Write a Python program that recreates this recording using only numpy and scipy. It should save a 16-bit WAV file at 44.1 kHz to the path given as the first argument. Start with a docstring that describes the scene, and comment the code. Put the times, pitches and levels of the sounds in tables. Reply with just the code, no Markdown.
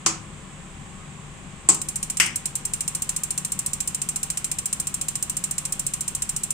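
"""A small workshop with a low hum and thin air noise, where a wall-mounted gas water heater is heard close by.
Its switch clicks, then snaps 1.6 s later, and knocks the sheet-metal casing: noise bursts through resonances.
The igniter sparks about 14 times a second, more slowly for a moment; each crack rings the burner chamber.
A solenoid valve clacks open and a faint flow of filtered noise hisses, but no flame is heard."""
import sys
import numpy as np
from scipy import signal
from scipy.fft import rfft, irfft, next_fast_len
from scipy.io import wavfile
from scipy.ndimage import uniform_filter1d, map_coordinates

SR = 44100
rng = np.random.default_rng(int(sys.argv[2]) if len(sys.argv) > 2 else 0)


def unload_wav(signal):
    """Save mono or channel-first audio to the path in sys.argv[1] as 16-bit WAV at rate SR, clipped to [-1, 1]."""
    wavfile.write(
        sys.argv[1],
        SR,
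        np.round(np.clip(np.atleast_2d(signal).T, -1, 1) * 32767).astype(np.int16),
    )


N = 287973  # length of the scene in samples
SIZE = 16384  # length of one short sound in samples
HZ = np.fft.rfftfreq(SIZE, 1 / SR)
T = np.arange(SIZE) / SR
VALVE_S = 2.1992  # the solenoid valve pulls in
FLEX_S = 0.00277  # the casing knocks this long after a blow


def amp(db):
    """Turn decibels into gain."""
    return 10 ** (np.asarray(db) / 20)


def unit(x):
    """Scale to rms 1."""
    return x / np.sqrt(np.mean(x ** 2) + 1e-20)


def along(points, hz):
    """Read values between (frequency, value) points on a logarithmic frequency axis."""
    f, value = np.transpose(points)
    return np.interp(np.log(hz + 1), np.log(f + 1), value)


def pan(lean_db):
    """Left and right gains for a level difference, left minus right."""
    return amp(np.array([[0.5], [-0.5]]) * lean_db)


def add(track, s, sound):
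    """Mix a short sound in at time s."""
    part = track[:, round(s * SR):][:, :SIZE]
    part += sound[:, :part.shape[1]]


def resonances(modes, hz):
    """Gain of a body that responds most strongly near each of its own frequencies."""
    power = 0
    for center, width, db in modes:
        damping = (hz * width) ** 2
        power = power + amp(db) ** 2 * damping / ((center ** 2 - hz ** 2) ** 2 + damping)
    return np.sqrt(power)


def ringing(gain):
    """Response of a body with this gain, which rings only after the blow (minimum phase)."""
    cepstrum = irfft(np.log(gain + 1e-5))
    # move the half that lies before the blow to after it
    fold = 1 + np.sign(SIZE // 2 - np.arange(SIZE))
    fold[0] = 1
    return np.exp(rfft(cepstrum * fold))


def ring(x, gain):
    """Pass a short sound through a body of this gain."""
    return irfft(rfft(x) * ringing(gain))


def dying(t60, rise):
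    """An envelope that swells in about rise seconds while it falls 60 dB every t60 seconds."""
    swell = 1 - np.exp(-(T / rise) ** 2)
    return amp(-60 * T / t60) * swell


def scatter(fade, count=6):
    """A cloud of reflections for each ear under this envelope, with a nearly even spectrum and energy 1."""
    x = rng.standard_normal((2, SIZE)) * fade
    for _ in range(count):
        z = rfft(x)
        x = irfft(z / (np.abs(z) + 1e-12))  # even out the spectrum
        energy = np.abs(uniform_filter1d(x ** 2, size=24))
        x = x * fade / np.sqrt(energy + 1e-16)  # restore the envelope
    return x / np.linalg.norm(x, axis=1, keepdims=True)


# How alike the two ears are: (frequency [Hz], left-right likeness [0 to 1])
EAR_LIKENESS = [(60, 0.89), (150, 1), (380, 0.61), (950, 0.48), (2400, 0.096), (6000, 0.18), (15000, 0.077)]


def spread(z, hz):
    """Two unrelated spectra become left and right: alike in the bass, apart in the treble."""
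    turn = np.arccos(np.clip(along(EAR_LIKENESS, hz), 0, 1)) / 2
    mid, side = z * [np.cos(turn), np.sin(turn)]
    return np.array([mid + side, mid - side])


# How long reflections last in the workshop: (frequency [Hz], time to fall 60 dB [s])
ROOM_DECAY = [(200, 0.45), (1000, 0.43), (2500, .33), (8000, 0.26), (14000, 0.17)]


def room():
    """A fresh tail of room reflections, energy 1 on the left; the treble dies first."""
    hz, t, z = signal.stft(rng.standard_normal((2, SIZE)), SR, nperseg=256)
    fade = amp(-60 * t / along(ROOM_DECAY, hz)[:, None])
    tail = signal.istft(z * fade, SR, nperseg=256)[1][:, :SIZE]
    tail = tail * (1 - np.exp(-T / 0.0082))  # reflections build up gradually
    return tail / np.linalg.norm(tail[0])


# Balance of the steady noises: (frequency [Hz], left minus right level [dB])
NOISE_LEAN = [(60, 4.5), (130, 8), (290, 2), (640, 4), (1410, 1.5), (3100, -0.5), (6820, -5), (15000, 4.5)]


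def noise(gain):
    """Steady stereo noise of rms 1, colored by a gain for each frequency."""
    size = next_fast_len(N + SIZE)
    hz = np.fft.rfftfreq(size, 1 / SR)
    z = spread(rfft(rng.standard_normal((2, size))), hz)
    colored = z * gain(hz) * pan(along(NOISE_LEAN, hz))
    return unit(irfft(colored, size)[:, :N])


# Tones of a distant motor: (multiple of shaft speed [1], rms level before panning [dB])
MOTOR_TONES = [(1, -57), (2, -59), (5, -48)]


def motor(shaft_hz=29.1, waver=0.012):
    """A distant motor hums at multiples of its slightly unsteady shaft speed."""
    # ten random speed changes a second, joined by straight lines
    drift = map_coordinates(rng.standard_normal(N * 10 // SR + 4), [np.arange(N) * 10 / SR], order=1)
    turns = np.cumsum(shaft_hz * (1 + waver * drift)) / SR
    hum = sum(amp(db) * np.sqrt(2) * np.sin(2 * np.pi * order * turns) for order, db in MOTOR_TONES)
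    return pan(lean_db=3) * hum


# Color of the low room noise: (frequency [Hz], relative level per Hz [dB])
RUMBLE_COLOR = [(15, -22), (28, 6), (42, -9), (58, 3.5), (70, -2.5), (100, 0.5), (125, -2.5), (200, 0.5),
                (280, -8.5), (350, -7.5), (470, -14), (700, -22.5), (1500, -49)]
# Narrow resonances of the room noise: (frequency [Hz], width [Hz], relative level [dB])
DRONE_MODES = [(167, 23, -1.5), (184, 10.2, -1), (535.4, 6.9, -11.5), (785.6, 19, -11), (1021, 27, -11),
               (1107.3, 9.1, -6), (1236, 5.3, -8.5)]
# Color of the thin air noise: (frequency [Hz], relative level per Hz [dB])
AIR_COLOR = [(300, -41), (600, -6), (1050, -2.5), (1500, -3.5), (2500, -3.5), (3400, -7), (4400, -15),
             (5700, -16.5), (6700, -9), (7800, -1), (8700, -9), (9800, -18.5), (10600, -35.5), (15000, -33)]


def workshop(rumble_db=-44, drone_db=-46, air_db=-46):
    """Steady noise filtered into a rumble, droning room resonances and thin air."""
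    rumble = noise(lambda hz: amp(along(RUMBLE_COLOR, hz)))
    drone = noise(lambda hz: resonances(DRONE_MODES, hz) / (1 + (hz / 2000) ** 4))
    air = noise(lambda hz: amp(along(AIR_COLOR, hz)))
    return amp(rumble_db) * rumble + amp(drone_db) * drone + amp(air_db) * air


def blow(gain, t60, room_db, lean_db):
    """One hard contact: a rattle of reflections and the room's tail, both through the body's gain."""
    rattle = scatter(dying(t60, rise=0.00032)) + amp(room_db) * room()
    return pan(lean_db) * ring(irfft(spread(rfft(rattle), HZ)), gain)


# Resonances of the sheet-metal casing: (frequency [Hz], width [Hz], relative level [dB])
CASING_MODES = [(184, 14, 4), (240, 17, -4), (324, 14, 8.5), (411, 15, -1.5), (547, 14, -7),
                (744, 30, -1.5), (816, 35, -3.5), (920, 43, -2.5), (1080, 46, 2), (1280, 19, 0.5)]


def knock(casing_room_db=-7):
    """One push rings the sheet-metal casing, with the room's answer."""
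    sheet = resonances(CASING_MODES, HZ) / (1 + (HZ / 1800) ** 4)
    push = (T == 0) + amp(casing_room_db) * irfft(spread(rfft(room()), HZ))
    return pan(lean_db=6.5) * ring(push, sheet)


# Contacts of the switch, relative levels:
# (time [s], press level [dB], snap level [dB], casing knock level [dB])
SWITCH_CONTACTS = [(0.0615, -1, -62, -2), (1.688, -28, -1.5, 0), (1.6975, -8.5, -7, -12)]
# Color of a press: (frequency [Hz], relative level [dB])
PRESS_COLOR = [(200, -25), (700, -23), (1150, -2), (1800, -14.5), (2600, -6.5), (3600, -13), (5000, -6),
               (7200, 1.5), (8200, -4), (9400, -8), (10800, -26.5), (15000, -30)]
# Color of a snap: (frequency [Hz], relative level [dB])
SNAP_COLOR = [(200, -35), (1300, -25), (2600, -19), (3800, -25.5), (4700, -16.5), (5500, -23), (6700, -6.5),
              (7700, 5), (8700, -2), (10000, -22), (11000, -33), (15000, -28)]


def switch(press_db=23, snap_db=29, casing_db=19):
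    """Switch parts strike home as short rattles; the casing flexes and knocks a moment later."""
    track = np.zeros((2, N))
    press_body, snap_body = amp(along(PRESS_COLOR, HZ)), amp(along(SNAP_COLOR, HZ))
    for s, press, snap, push in SWITCH_CONTACTS:
        press_sound = blow(press_body, t60=0.09, room_db=-5.5, lean_db=-0.5)
        snap_sound = blow(snap_body, t60=0.049, room_db=-8.5, lean_db=1.5)
        add(track, s, amp(press_db + press) * press_sound)
        add(track, s, amp(snap_db + snap) * snap_sound)
        add(track, s + FLEX_S, amp(casing_db + push) * knock())
    return track


def spark_strength(s, first_s):
    """Gain of one spark: the first are weaker, one right after the valve clack is quieter, all slowly weaken."""
    usual_db, scatter_db = 19, 0.6  # usual level; chance difference between sparks
    start_weak_db, build_s = 3.5, 0.33  # the first sparks are weaker and soon reach full level
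    after_clack_db, after_clack_s = 5, 0.1  # a spark right after the loud valve clack is quieter
    droop_db_per_s = 0.1255
    running = s - first_s
    building = start_weak_db * np.exp(-running / build_s)
    after_clack = after_clack_db * (VALVE_S < s < VALVE_S + after_clack_s)
    droop = droop_db_per_s * running
    return amp(usual_db - building - after_clack - droop + scatter_db * rng.normal())


# Even runs of sparks, slower while the valve draws current:
# (first spark [s], last spark [s], number of sparks [count])
SPARK_TIMES = [(1.7444, 2.1702, 7), (2.2602, 2.6519, 5), (2.7352, 3.3771, 10), (3.4482, 6.5052, 44)]
# Ringing of the burner chamber: (frequency [Hz], width [Hz], relative level [dB])
CHAMBER_MODES = [(4150, 220, -17), (4520, 120, -23), (5000, 210, -20), (5720, 200, -14), (5970, 130, -13),
                 (6350, 70, -13), (6570, 50, -12), (6840, 45, -11), (6955, 40, -12), (7075, 45, -8),
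                 (7145, 60, -6), (7290, 50, -7), (7515, 50, -4), (7615, 80, 1.5), (7830, 55, -6),
                 (8040, 45, -6), (8267, 45, -3), (8470, 80, 0), (8620, 55, -3), (8805, 60, -1),
                 (9100, 55, -5), (9238, 60, -5), (9415, 65, -7), (9560, 100, -12), (9930, 160, -17),
                 (10700, 260, -17), (11400, 300, -26), (12600, 300, -25), (13200, 350, -22),
                 (15080, 450, -20)]
# The bare crack of a spark: (frequency [Hz], relative level [dB])
CRACK_COLOR = [(200, -52), (1000, -41.5), (2500, -23.5), (4600, -30), (8000, -19.5), (10300, -25),
               (14000, -30), (16000, -39)]
# Balance of a spark's direct sound: (frequency [Hz], left minus right level [dB])
SPARK_BALANCE = [(3000, 1.5), (4200, -0.5), (5000, 0), (6000, -6), (7500, -8.5), (8200, -4.5), (8900, 10.5),
                 (10000, 5), (13000, 0.5)]


def sparks(late_db=-15, stray_db=-6, ring_room_db=-11, crack_room_db=-2, lead_s=0.0003, bright_db=2.5):
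    """Each spark cracks and rings the burner chamber by the same paths, but the arc strays a little."""
    track = np.zeros((2, N))
    chamber, crack = resonances(CHAMBER_MODES, HZ), amp(along(CRACK_COLOR, HZ))
    direct = ringing(np.hypot(chamber, crack) * pan(along(SPARK_BALANCE, HZ)))
    echo = ringing(np.hypot(amp(ring_room_db) * chamber, amp(crack_room_db) * crack))
    early = dying(t60=0.042, rise=0.00041)
    late = amp(late_db) * dying(t60=0.037, rise=0.0026)
    fade = early + late
    paths = scatter(fade, count=12)  # shared by all sparks
    tails = [echo * rfft(room()) for _ in range(10)]
    octaves = np.log2((HZ + 500) / 8000)
    times = np.concatenate([np.linspace(a, b, int(count)) for a, b, count in SPARK_TIMES])
    for s in times:
        stray = amp(stray_db) * rng.standard_normal((2, SIZE)) * fade / np.linalg.norm(fade)
        tilt = amp(bright_db * np.tanh(rng.normal()) * octaves)  # some arcs are brighter
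        tail = tails[rng.integers(len(tails))]
        tick = irfft(rfft(paths + stray) * direct * tilt + tail)
        add(track, s - lead_s, spark_strength(s, times[0]) * pan(lean_db=-0.27) * tick)
    return track


# Color of the plunger's blow: (frequency [Hz], relative level [dB])
PLUNGER_COLOR = [(200, -20), (650, -25), (1200, -9.5), (1600, -6), (2200, 1), (3000, -0.5), (3900, -16),
                 (5000, -8), (6000, -3.5), (6800, -7.5), (8200, 0.5), (10500, -13.5), (13500, -22),
                 (15000, -39)]
# Ringing of the valve body: (frequency [Hz], width [Hz], relative level [dB])
VALVE_MODES = [(1450, 45, -5), (2060, 45, 0), (2160, 40, -1), (2320, 35, 0), (2970, 35, 2), (4610, 35, -7),
               (5070, 35, -1), (5370, 30, -3), (5965, 25, 7), (7000, 35, -2), (7660, 70, 2),
               (11300, 80, -13), (13800, 90, -9)]


def valve(plunger_db=22.5, knock_db=8.5):
    """The solenoid's plunger strikes home, rings the valve body and then knocks the casing."""
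    track = np.zeros((2, N))
    body = np.hypot(amp(along(PLUNGER_COLOR, HZ)), resonances(VALVE_MODES, HZ))
    add(track, VALVE_S, amp(plunger_db) * blow(body, t60=0.055, room_db=-3, lean_db=3))
    add(track, VALVE_S + FLEX_S, amp(knock_db) * knock())
    return track


# Color of the flow's hiss: (frequency [Hz], relative level [dB])
FLOW_COLOR = [(300, -22), (900, -1.5), (1400, 3.5), (2000, -10.5), (2800, 2), (3700, -5), (5000, -26),
              (8000, 6), (11000, -22), (15000, -13)]


def flow(level_db=-48, opens_s=2.23, rise_s=0.78):
    """A faint hiss of filtered noise builds up evenly once the valve is open, then stays steady."""
    opening = np.clip((np.arange(N) / SR - opens_s) / rise_s, 0, 1)
    return amp(level_db) * opening * noise(lambda hz: amp(along(FLOW_COLOR, hz)))


def scene():
    """The heater in its room."""
    return motor() + workshop() + switch() + sparks() + valve() + flow()


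def record(dry, top_hz=15700):
    """Peaks beyond full scale clip, then a steep filter removes the highest treble."""
    size = next_fast_len(N + SIZE)
    hz = np.fft.rfftfreq(size, 1 / SR)
    clipped = np.clip(dry, -1, 1)
    return irfft(rfft(clipped, size) / (1 + (hz / top_hz) ** 80), size)[:, :N]


dry = scene()
out = record(dry)
unload_wav(out)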